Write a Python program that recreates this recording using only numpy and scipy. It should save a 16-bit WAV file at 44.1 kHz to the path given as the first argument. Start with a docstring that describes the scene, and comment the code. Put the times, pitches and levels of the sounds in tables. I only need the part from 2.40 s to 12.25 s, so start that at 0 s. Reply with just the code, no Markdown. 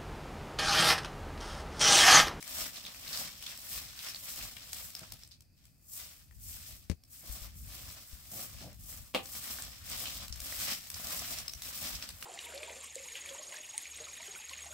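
"""Straw broom under a rock overhang

A straw broom sweeps dusty, gravelly ground: friction makes a juddering hiss, scrape and low drag,
built from random impacts through filters. Pebbles click as brief pings, stiff straws rasp through
resonators, feet shuffle in bursts of grains, and a hollow body is knocked and rings in a few modes.
The rock returns filtered reflections; a light breeze and jolts reach the microphone as shaped noise
and decaying tones."""
import sys
import numpy as np
from scipy import signal
from scipy.io import wavfile

SR = 44100
rng = np.random.default_rng(int(sys.argv[2]) if len(sys.argv) > 2 else 0)


def wrap_up_sound(samples):
    """Save the sound to the file named by the first command line argument, as 16-bit audio."""
    columns = np.atleast_2d(samples).T
    # keep every value between -1 and 1, then stretch to whole-number steps
    tamed = np.clip(columns, -1, 1)
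    steps = np.round(tamed * 32767).astype(np.int16)
    wavfile.write(sys.argv[1], SR, steps)


N = 434385
TIME = np.arange(N) / SR


def gain_of(db):
    """Level to amplitude: 20 dB is a factor of ten."""
    return 10 ** (np.asarray(db) / 20)


def evened(x):
    """Normalization: scales a signal to an rms of one over all its channels."""
    return x / np.sqrt(np.mean(x ** 2) + 1e-20)


def read(points, hz):
    """Interpolation: reads a table of values on a logarithmic frequency axis."""
    f, value = np.transpose(points)
    return np.interp(np.log(hz + 1), np.log(f + 1), value)


def add(mix, s, sound):
    """Superposition: adds a sound into the mix from time s, cut at the end."""
    part = mix[:, max(round(s * SR), 0):][:, :sound.shape[-1]]
    part += sound[..., :part.shape[1]]


def panned(db):
    """Interchannel level difference: left and right gains, positive to the left."""
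    return gain_of(np.array([[db / 2], [-db / 2]]))


def coloured(x, spectrum):
    """Minimum-phase filtering: the spectrum fixes a causal response, here of unit energy."""
    hz = abs(np.fft.fftfreq(4096, 1 / SR))
    log_gain = np.log(gain_of(read(spectrum, hz)))
    # the Hilbert transform of the log gain supplies the phase
    taps = np.fft.ifft(np.exp(np.conj(signal.hilbert(log_gain)))).real
    taps = taps / np.linalg.norm(taps)
    return signal.oaconvolve(x, taps[None], axes=1)[:, :x.shape[1]]


def paired(x, likeness):
    """Interchannel correlation: mixes two unrelated channels until partly alike."""
    c = np.clip(likeness, -1, 1)
    return np.array([x[0], c * x[0] + np.sqrt(1 - c * c) * x[1]])


def wander(per_s):
    """Slow random modulation: joins random knots by straight lines, with an rms of one."""
    knots = rng.standard_normal(8192)
    return evened(np.interp(TIME * per_s, np.arange(len(knots)), knots))


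def crackle(per_s, spread_db):
    """Shot noise: tiny impacts of unequal size, each with its own strength in either channel."""
    size = gain_of(spread_db * np.minimum(rng.exponential(1, N), 6))
    hits = size * (rng.random(N) < per_s / SR)
    return evened(hits * rng.standard_normal((2, N)))


def slips(per_s, spread_db, t60):
    """Stick-slip: straws spring free at random and the energy decays exponentially; rms one."""
    size = gain_of(spread_db * np.minimum(rng.exponential(1, N), 3))
    kicks = size * (rng.random(N) < per_s / SR)
    decay = np.exp(-2 * np.log(1000) / (t60 * SR))
    return evened(np.sqrt(signal.lfilter([1], [1, -decay], kicks ** 2)))


def resonant(x, hz, sharpness):
    """Resonance: a straw favours a broad band about one frequency; rms one."""
    return evened(signal.lfilter(*signal.iirpeak(hz, max(sharpness, .6), fs=SR), x))


# spectrum of the open air: f/Hz, relative level/dB
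AIR_SPECTRUM = [(30, -5.5), (120, 2.5), (250, -8), (400, -19), (700, -20), (1000, -30), (2200, -27),
                (2600, -18.5), (3000, -56), (4000, -30), (4750, -16), (5600, -28), (9000, -31),
                (15500, -29)]


def open_air():
    """Stationary noise: faint, steady air, partly alike in the two channels."""
    noise = paired(rng.standard_normal((2, N)), likeness=.55)
    return gain_of(-68) * coloured(noise, AIR_SPECTRUM)


# breeze on the microphone: t/s, relative level/dB
BREEZE_LEVEL = [(0, -69.5), (2.4, -67), (2.85, -62), (3.2, -68), (3.88, -65), (4.06, -55), (4.74, -68),
                (4.89, -60.5), (5.42, -52.5), (5.6, -66.5), (6.24, -54.5), (7.0, -65), (7.92, -56),
                (8.46, -64.5), (9.85, -61)]
# spectrum of the wind pressure: f/Hz, relative level/dB
BUFFET_SPECTRUM = [(15, -41), (28, -22), (42, -1), (62, 3.5), (100, -3), (150, -12), (250, -18.5),
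                   (500, -49.5), (1200, -76)]


def breeze(drag_force):
    """Turbulent pressure: lumpy low noise, stronger at the left; it also follows the drag force."""
    wind = gain_of(np.interp(TIME, *np.transpose(BREEZE_LEVEL)))
    rumble = gain_of(-6.5) * drag_force  # low rumble that rises and falls with the strokes
    level = np.hypot(wind, rumble)  # unrelated powers add
    flutter = gain_of(3.2 * wander(per_s=18))
    lumps = coloured(paired(rng.standard_normal((2, N)), likeness=.55), BUFFET_SPECTRUM)
    return lumps * level * gain_of(2.5) * flutter * panned(db=3.0)


# jolts of the microphone: t/s, relative thud level/dB, f/Hz, thud t60/s, relative clack level/dB
JOLTS = [(4.4988, -27.5, 79, 0.11, -12), (4.5155, -38.5, 100, 0.072, -19), (4.897, -38.5, 56.6, 0.23, -55),
         (5.019, -42, 53, 0.21, -49), (5.731, -42, 62, 0.096, -51), (7.903, -42, 62, 0.35, -48),
         (8.014, -49, 63, 0.26, -50)]
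# spectrum of the microphone's case: f/Hz, relative level/dB
CASE_SPECTRUM = [(60, 2), (150, 18.5), (320, 9.5), (520, 4), (850, -10), (1500, -10), (2200, -6.5),
                 (3200, -12), (6000, -9), (15000, -25)]


def bumps():
    """Damped oscillation: a jolt rocks the microphone at a low pitch and makes its case clack."""
    out, t = np.zeros((2, N)), np.arange(SR // 4) / SR
    for s, thud_db, hz, t60, clack_db in JOLTS:
        thud = np.sin(2 * np.pi * hz * t) * gain_of(thud_db - 60 * t / t60)
        contact = rng.standard_normal((2, len(t))) * gain_of(-25 - 60 * t / 0.078)
        contact[:, 0] = -1
        clack = gain_of(clack_db) * coloured(contact, CASE_SPECTRUM)
        add(out, s, (thud + clack) * panned(db=14))
    return out


# reverberation time of the rock: f/Hz, t60/s
ROCK_DECAY = [(150, 0.5), (600, 0.18), (2500, 0.25), (6000, 0.18), (15000, 0.25)]


def rock_tail():
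    """Reverberant decay: random reflections swell in from the uneven rock; the lows last longest."""
    length = SR // 2
    signs = rng.choice([-1., 1.], (2, length))
    taps = signs * (rng.random((2, length)) < 5000 / SR)
    onset = np.interp(TIME[:length], [.009, .014, .022, .035], [0, 1, 0.22, 0.36])
    taps = paired(taps, likeness=0.11) * onset
    hz, t, z = signal.stft(taps, SR, nperseg=256)
    decay = gain_of(-60 * t / read(ROCK_DECAY, hz)[:, None])
    tail = signal.istft(z * decay, SR)[1]
    return tail / np.linalg.norm(tail[0])


def overhang(x):
    """Time-varying reflection: two patterns share the sound by turns as the broom travels."""
    place = 2 * np.pi * 2.4 * TIME  # cycles at 2.4 Hz
    out = np.zeros((2, N))
    for share in (np.cos(place), np.sin(place)):
        out += signal.oaconvolve(x * share, rock_tail(), axes=1)[:, :N]
    return out


# feet shifting on packed earth: t/s, level/dB, length/s (the peak comes after a third of it)
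FOOT_SHUFFLES = [(2.614, -49.5, 0.025), (2.723, -59, 0.031), (4.281, -61, 0.03), (4.827, -60, 0.045),
                 (5.916, -53, 0.12), (6.206, -49.5, 0.058), (6.243, -55, 0.068)]
# spectrum of the earth: f/Hz, relative level/dB
EARTH_SPECTRUM = [(40, -30), (120, 5), (220, -2), (330, -4.5), (420, -16), (520, -6.5), (720, -6.5),
                  (900, -19.5), (1300, -26), (3000, -47), (9000, -60)]


def shuffles():
    """Granular friction: soles scuff the earth in dull bursts of grains that swell and fade."""
    force = np.zeros(N)
    for s, db, length in FOOT_SHUFFLES:
        u = np.maximum(TIME - s, 0) / length * 3
        force += gain_of(db) * u * np.exp(1 - u)
    grains = paired(crackle(per_s=2100, spread_db=1.0), likeness=0.9)
    return force * coloured(grains, EARTH_SPECTRUM)


# blows of one rattling knock on a hollow thing: t/s, relative level/dB
BLOWS = [(6.7412, -36), (6.7478, -16), (6.7556, -27), (6.7897, -33.5)]
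# spectrum of the clatter: f/Hz, relative level/dB
CLATTER_SPECTRUM = [(100, -17), (260, 1), (400, -1), (520, 7), (800, -1.5), (1150, -3.5), (1550, -11),
                    (2100, -5.5), (2800, 1), (4000, -7), (5000, -11.5), (6200, -18.5), (15000, -24)]
# modes of the hollow body: f/Hz, relative level/dB, t60/s
HOLLOW_MODES = [(524, 0, .21), (785, -8, .26), (1207, -11, .2), (2615, -7, .17)]


def knock():
    """Modal vibration: each blow cracks and clatters; the hardest also rings the body's modes."""
    out, t = np.zeros((2, N)), np.arange(SR // 2) / SR
    ring = np.zeros(len(t))
    for hz, db, t60 in HOLLOW_MODES:
        ring += gain_of(db - 60 * t / t60) * np.sin(2 * np.pi * hz * t)
    hardest = max(BLOWS, key=lambda blow: blow[1])
    add(out, hardest[0], gain_of(-35) * ring)
    for s, db in BLOWS:
        clatter = paired(rng.standard_normal((2, len(t))), likeness=0.18)
        clatter *= gain_of(-11.0 - 60 * t / 0.14)
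        clatter[:, 0] += gain_of(10.0)  # the crack
        add(out, s, gain_of(db) * coloured(clatter, CLATTER_SPECTRUM))
    return out


# spectrum of a dry contact: f/Hz, relative level/dB
SNAP_SPECTRUM = [(300, -19), (1100, -4.5), (2600, -1), (4200, 3.5), (5400, 7), (6600, 4), (8200, 7),
                 (10000, 1.5), (15500, 3)]


def click(hz, ring):
    """Impact: one stone or straw gives a dry snap and a brief ping, doubled by a ground bounce."""
    t = np.arange(2048) / SR
    contact = paired(rng.standard_normal((2, len(t))), likeness=0.12) * gain_of(-60 * t / 0.019)
    contact[:, 0] = 5
    snap = coloured(contact, SNAP_SPECTRUM)
    phase = rng.normal(0, .45, (2, 1))
    ping = np.sin(2 * np.pi * hz * t + phase) * gain_of(-60 * t / .0085)
    ring = np.clip(ring, 0, 1)
    direct = np.sqrt(1 - ring ** 2) * snap / abs(snap).max() + ring * ping
    bounce = np.roll(direct, round(SR * rng.uniform(.0015, .003)), axis=1)
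    return direct + .3 * bounce


# clicking pebbles and stiff straws: t/s, relative level/dB, f/Hz, left-right level/dB,
# ring/1 (0 a dry snap, 1 a clear ping)
PEBBLE_CLICKS = [ (.027, -22.5, 2223, 11.5, 0.26), (.0784, -21, 8500, 10, 0.17), (.279, -23.5, 8300, 2, .1),
                 (.371, -29, 3650, -2, 0.7), (.452, -27.5, 3700, -3, 0.94), (.546, -29, 2520, 6, 0.36),
                 (.677, -28, 4170, 1, .8), (.7736, -15, 5200, 1, .15), (1.026, -22.5, 3280, 9, 0.3),
                 (1.116, -26, 2600, 3, 0.33), (1.1757, -24, 5440, -1, 0.17), (1.687, -23, 5360, 2, .5),
                 (1.7472, -24, 4420, -1, 1), (2.1675, -29, 2200, 9, .3), (2.3314, -13, 5130, 2, 0.16),
                 (2.504, -26, 5250, 2, .15), (2.5515, -20, 5120, 2, 0.64), (2.593, -24, 5120, 7, .2),
                 (2.7219, -19, 7750, 3, 0.05), (2.835, -29.5, 5330, 2, 0.64), (2.8755, -37, 8500, 3, 0.4),
                 (2.912, -39, 5060, 4, 0.7), (3.007, -33.5, 8200, 3, 0.1), (3.254, -36, 8000, 6, 0),
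                 (3.911, -44, 1900, 11, 0.64), (4.637, -37, 5400, 0, 0.45), (6.33, -34, 8200, 2, .05),
                 (6.858, -23.5, 7940, 6, 0.1), (7.187, -24.5, 1630, 0, 0.5), (7.2226, -20, 8200, 3, .4),
                 (7.499, -21.5, 8400, 4, 0.36), (7.8816, -21.5, 8200, 0, 0), (7.9258, -30, 5430, -3.5, .8),
                 (7.959, -25, 8200, 6, 0), (8.0032, -17, 5100, 3, 0.14), (8.125, -24.5, 1940, -1, 0.6),
                 (8.4714, -27, 8230, -1, 0), (8.502, -17, 5730, 3, 0), (8.5437, -24, 5460, -1, 0.4),
                 (8.671, -16.5, 4780, 1, 0), (8.7925, -19, 5070, -3, 0.4), (8.9866, -18, 5600, -1, 0.36),
                 (9.081, -16, 5410, 4, 0.64), (9.1358, -21.5, 5900, -2, 0.62), (9.2207, -19, 3940, 2, 0.27),
                 (9.6253, -20, 5550, 0, 0.43), (9.6902, -20.5, 4730, 2, 0.33), (9.8261, -23, 1620, -1, 0.3)]


def pebbles():
    """Separate impacts: larger stones that the broom flicks away, and straws that snap free."""
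    out = np.zeros((2, N))
    for s, db, hz, pan_db, ring in PEBBLE_CLICKS:
        add(out, s, gain_of(db - 3.5) * panned(pan_db) * click(hz, ring))
    return out


def gravel(per_s, spread_db, count=22):
    """Random collisions: loose stones of many pitches each click at chance moments; rms one."""
    out = np.zeros((2, N))
    for hz in np.geomspace(2000, 7000, count):
        size = gain_of(spread_db * np.minimum(rng.exponential(1, N), 3.5))
        hits = size * (rng.random(N) < per_s / count / SR)
        out += signal.oaconvolve(hits[None], click(hz, ring=0.29), axes=1)[:, :N]
    return evened(out)


# stiff straws raking over a stone: t/s, relative level/dB, f/Hz, t60/s
STRAW_RASPS = [ (.3595, -43.5, 4300, 0.074), (.462, -44, 3600, 0.094), (0.729, -40, 4480, 0.12),
               (.774, -41.5, 5000, .09), (1.064, -37.5, 3470, 0.043), (1.591, -42, 3660, 0.037),
               (1.758, -48, 4470, .07), (2.167, -42.5, 2900, 0.035), (2.631, -49, 1240, .05),
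               (2.915, -57.5, 4470, 0.17), (7.655, -43, 3000, 0.17), (7.925, -37, 5300, 0.033),
               (8.5432, -41, 5340, .035), (8.792, -38, 6000, .025), (9.551, -40.5, 5400, .055),
               (9.624, -40, 3040, 0.027), (9.8259, -35.5, 2430, 0.014)]


def rasps():
    """Excited resonance: a stiff straw chatters over a stone in one short, decaying spurt."""
    out, t = np.zeros((2, N)), np.arange(SR // 6) / SR
    for s, db, hz, t60 in STRAW_RASPS:
        chatter = rng.standard_normal((2, len(t))) * (rng.random(len(t)) < 4000 / SR)
        rasp = resonant(chatter, hz, sharpness=3.2)
        add(out, s, rasp * gain_of(db + 4 - 60 * t / t60))
    return out


def scratches(count=8):
    """Resonant stick-slip: thick and thin straws scratch in spurts at their own pitch; rms one."""
    spurts = np.zeros((2, N))
    for hz in np.geomspace(1500, 6000, count):
        straw = resonant(crackle(per_s=2500, spread_db=1.5), hz, sharpness=2.2)
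        spurts += straw * slips(per_s=35, spread_db=2.5, t60=0.12)
    return evened(spurts)


SWELL_DB = 10  # a stroke gains this much over its swell time
LIFT_DB_PER_S = 91.5  # everything fades as the broom leaves the ground

# strokes and lighter return drags: t/s at full pressure, swell/s, hold/s,
# then relative level/dB of the tips' hiss, of the grit's scrape and of the pressed bundle's drag
BROOM_STROKES = [ (0.194, 0.14, 0.023, -42, -40.5, -52), (0.359, 0.12, 0.13, -57, -47.5, -58),
                 (0.765, .16, 0.067, -44, -41, -53.5), (1.056, .11, 0.054, -54, -46, -62.5),
                 (1.321, 0.13, 0.063, -44.5, -44.5, -58.5), (1.631, 0.15, 0.042, -50.5, -46, -66.5),
                 (1.885, 0.13, 0.18, -44, -45.5, -58.5), (2.17, .05, .13, -70, -55, -68),
                 (2.341, 0.11, .12, -48.5, -51.5, -64.5), (2.565, 0.036, 0.12, -60, -54, -65.5),
                 (2.782, 0.021, 0.042, -64.5, -62.5, -88), (3.176, 0.033, .08, -74, -70.5, -89),
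                 (3.448, 0.11, .05, -65, -84, -85), (3.526, 0.03, 0.048, -45.5, -59.5, -70),
                 (3.594, 0.054, 0.044, -56, -51, -66.5), (3.726, .1, 0.067, -61, -64.5, -80),
                 (4.097, 0.072, 0.052, -47, -55.5, -73), (4.233, 0.13, .11, -53, -55.5, -72.5),
                 (4.732, .036, .09, -54, -64, -85), (4.904, 0.095, 0.14, -48.5, -52.5, -62.5),
                 (5.177, 0.034, 0.13, -54, -63, -86), (5.308, .055, 0.29, -50, -51.5, -63),
                 (5.733, .2, 0.061, -57, -58, -73), (5.946, 0.058, 0.076, -43, -49.5, -57.5),
                 (6.206, 0.099, 0.027, -59, -52, -64.5), (6.406, 0.054, .03, -57, -65, -84),
                 (6.51, 0.077, 0.047, -48, -54, -63), (6.945, 0.12, 0.089, -45.5, -49.5, -61),
                 (7.031, 0.063, .19, -45.5, -45.5, -58.5), (7.32, .055, .092, -57.5, -53, -69),
                 (7.518, 0.057, 0.25, -42, -42, -54), (8.028, .035, 0.15, -47.5, -59, -61.5),
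                 (8.213, 0.15, .095, -41, -38, -53), (8.454, .042, 0.08, -60, -52, -70),
                 (8.649, 0.11, 0.12, -43.5, -45, -54.5), (8.918, 0.29, 0.045, -44, -42, -54.5),
                 (9.294, 0.11, 0.076, -46.5, -46, -61), (9.454, 0.14, 0.075, -43.5, -41.5, -53),
                 (9.604, .07, 0.1, -60, -52, -66), (9.84, 0.14, .03, -50.5, -52.5, -59.5)]


def pressure(column, lag_s, sag_db_per_s):
    """Force envelope: each stroke swells, holds while it sags, and lifts off; powers add."""
    t, power = TIME[::64], 0
    for s, swell_s, hold_s, *levels_db in BROOM_STROKES:
        age = t - s
        swell_db = SWELL_DB * np.minimum(age - lag_s, 0) / max(swell_s, 1e-2)
        sag_db = sag_db_per_s * np.maximum(age, 0)
        lift_db = LIFT_DB_PER_S * np.maximum(age - hold_s, 0)
        power = power + gain_of(levels_db[column] + swell_db - sag_db - lift_db) ** 2
    return np.interp(TIME, t, np.sqrt(power))


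GRIT_LAG_S = 0.0098  # the tips touch first, then the grit starts to move
TIPS_SAG_DB_PER_S = 19.5  # the hiss fades as the straws bend and slow down
GRIT_SAG_DB_PER_S = 3.5  # the scrape holds while the broom is pressed down
UNEVEN_DB, UNEVEN_PER_S = 1.5, 28  # patches of more and less grit under the broom
FLICK_DB, FLICK_PER_S = 1.3, 40  # more or fewer straw tips touch the ground


def strokes():
    """Modulated contact force: the tips flick; grit and bundle follow the uneven ground."""
    ground = gain_of(UNEVEN_DB * wander(UNEVEN_PER_S))
    flick = gain_of(FLICK_DB * wander(FLICK_PER_S))
    tips = flick * pressure(0, 0, TIPS_SAG_DB_PER_S)
    grit = ground * pressure(1, GRIT_LAG_S, GRIT_SAG_DB_PER_S)
    drag = ground * pressure(2, GRIT_LAG_S, GRIT_SAG_DB_PER_S)
    return tips, grit, drag


# spectra of straw tips, grit and pressed bundle: f/Hz, relative level/dB
TIPS_SPECTRUM = [(1500, -57), (3500, -22), (5200, -8.5), (6500, -6), (8200, -1), (9900, -7), (11200, -5),
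                 (12600, -1.5), (15500, -1.5)]
GRIT_SPECTRUM = [(500, -28), (1100, -18), (2000, -5), (3200, 2), (4400, 2), (5400, 6.5), (6500, -3),
                 (8200, -0.5), (9700, -18), (15500, -24)]
BUNDLE_SPECTRUM = [(60, -12.5), (150, 5), (280, 4.5), (390, -10), (540, 2), (720, 3), (900, -4.5),
                   (1200, 3), (1550, -7), (2200, -5), (4500, -33.5)]


def broom(tips_force, grit_force, drag_force):
    """Friction: straws catch and slip together, so one judder shakes the hiss, scrape and drag."""
    judder = slips(per_s=460, spread_db=2.0, t60=0.1)
    tips = coloured(paired(crackle(per_s=13000, spread_db=-1.0), likeness=-0.04), TIPS_SPECTRUM)
    grit = coloured(paired(crackle(per_s=5000, spread_db=-0.5), likeness=-0.029), GRIT_SPECTRUM)
    bundle = coloured(paired(crackle(per_s=3000, spread_db=2.5), likeness=0.93), BUNDLE_SPECTRUM)
    # single tips spring free
    ticks = coloured(paired(crackle(per_s=320, spread_db=1.0), likeness=.2), TIPS_SPECTRUM)
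    hiss = judder * tips * gain_of(3.0) + ticks * gain_of(-10)
    scrape = judder * grit * gain_of(-3.0)
    scrape += scratches() * gain_of(-7.0)
    scrape += gravel(per_s=150, spread_db=2.5) * gain_of(-8.0)
    drag = judder * bundle * gain_of(-.5)
    out = hiss * tips_force * panned(db=2.0)
    out += scrape * grit_force * panned(db=0.75)
    return out + drag * drag_force * panned(db=1.4)


def scene():
    """Superposition: direct sounds, their reflections from the rock, air, breeze and bumps."""
    tips, grit, drag = strokes()
    sweep = broom(tips, grit, drag) + rasps()
    stones = pebbles()
    blows = knock() + shuffles()
    to_rock = gain_of(-8.5) * sweep + gain_of(-4) * stones + gain_of(-9) * blows
    return sweep + stones + blows + overhang(to_rock) + open_air() + breeze(drag) + bumps()


EDGE_HZ = 15800  # upper edge of the recorder's band


def record(dry):
    """Band limiting: a linear-phase low-pass filter stands for the recorder."""
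    taps = signal.firwin(511, EDGE_HZ, window=("kaiser", 9), fs=SR)
    return signal.oaconvolve(dry, taps[None], "same")


dry = scene()
out = record(dry)
wrap_up_sound(out)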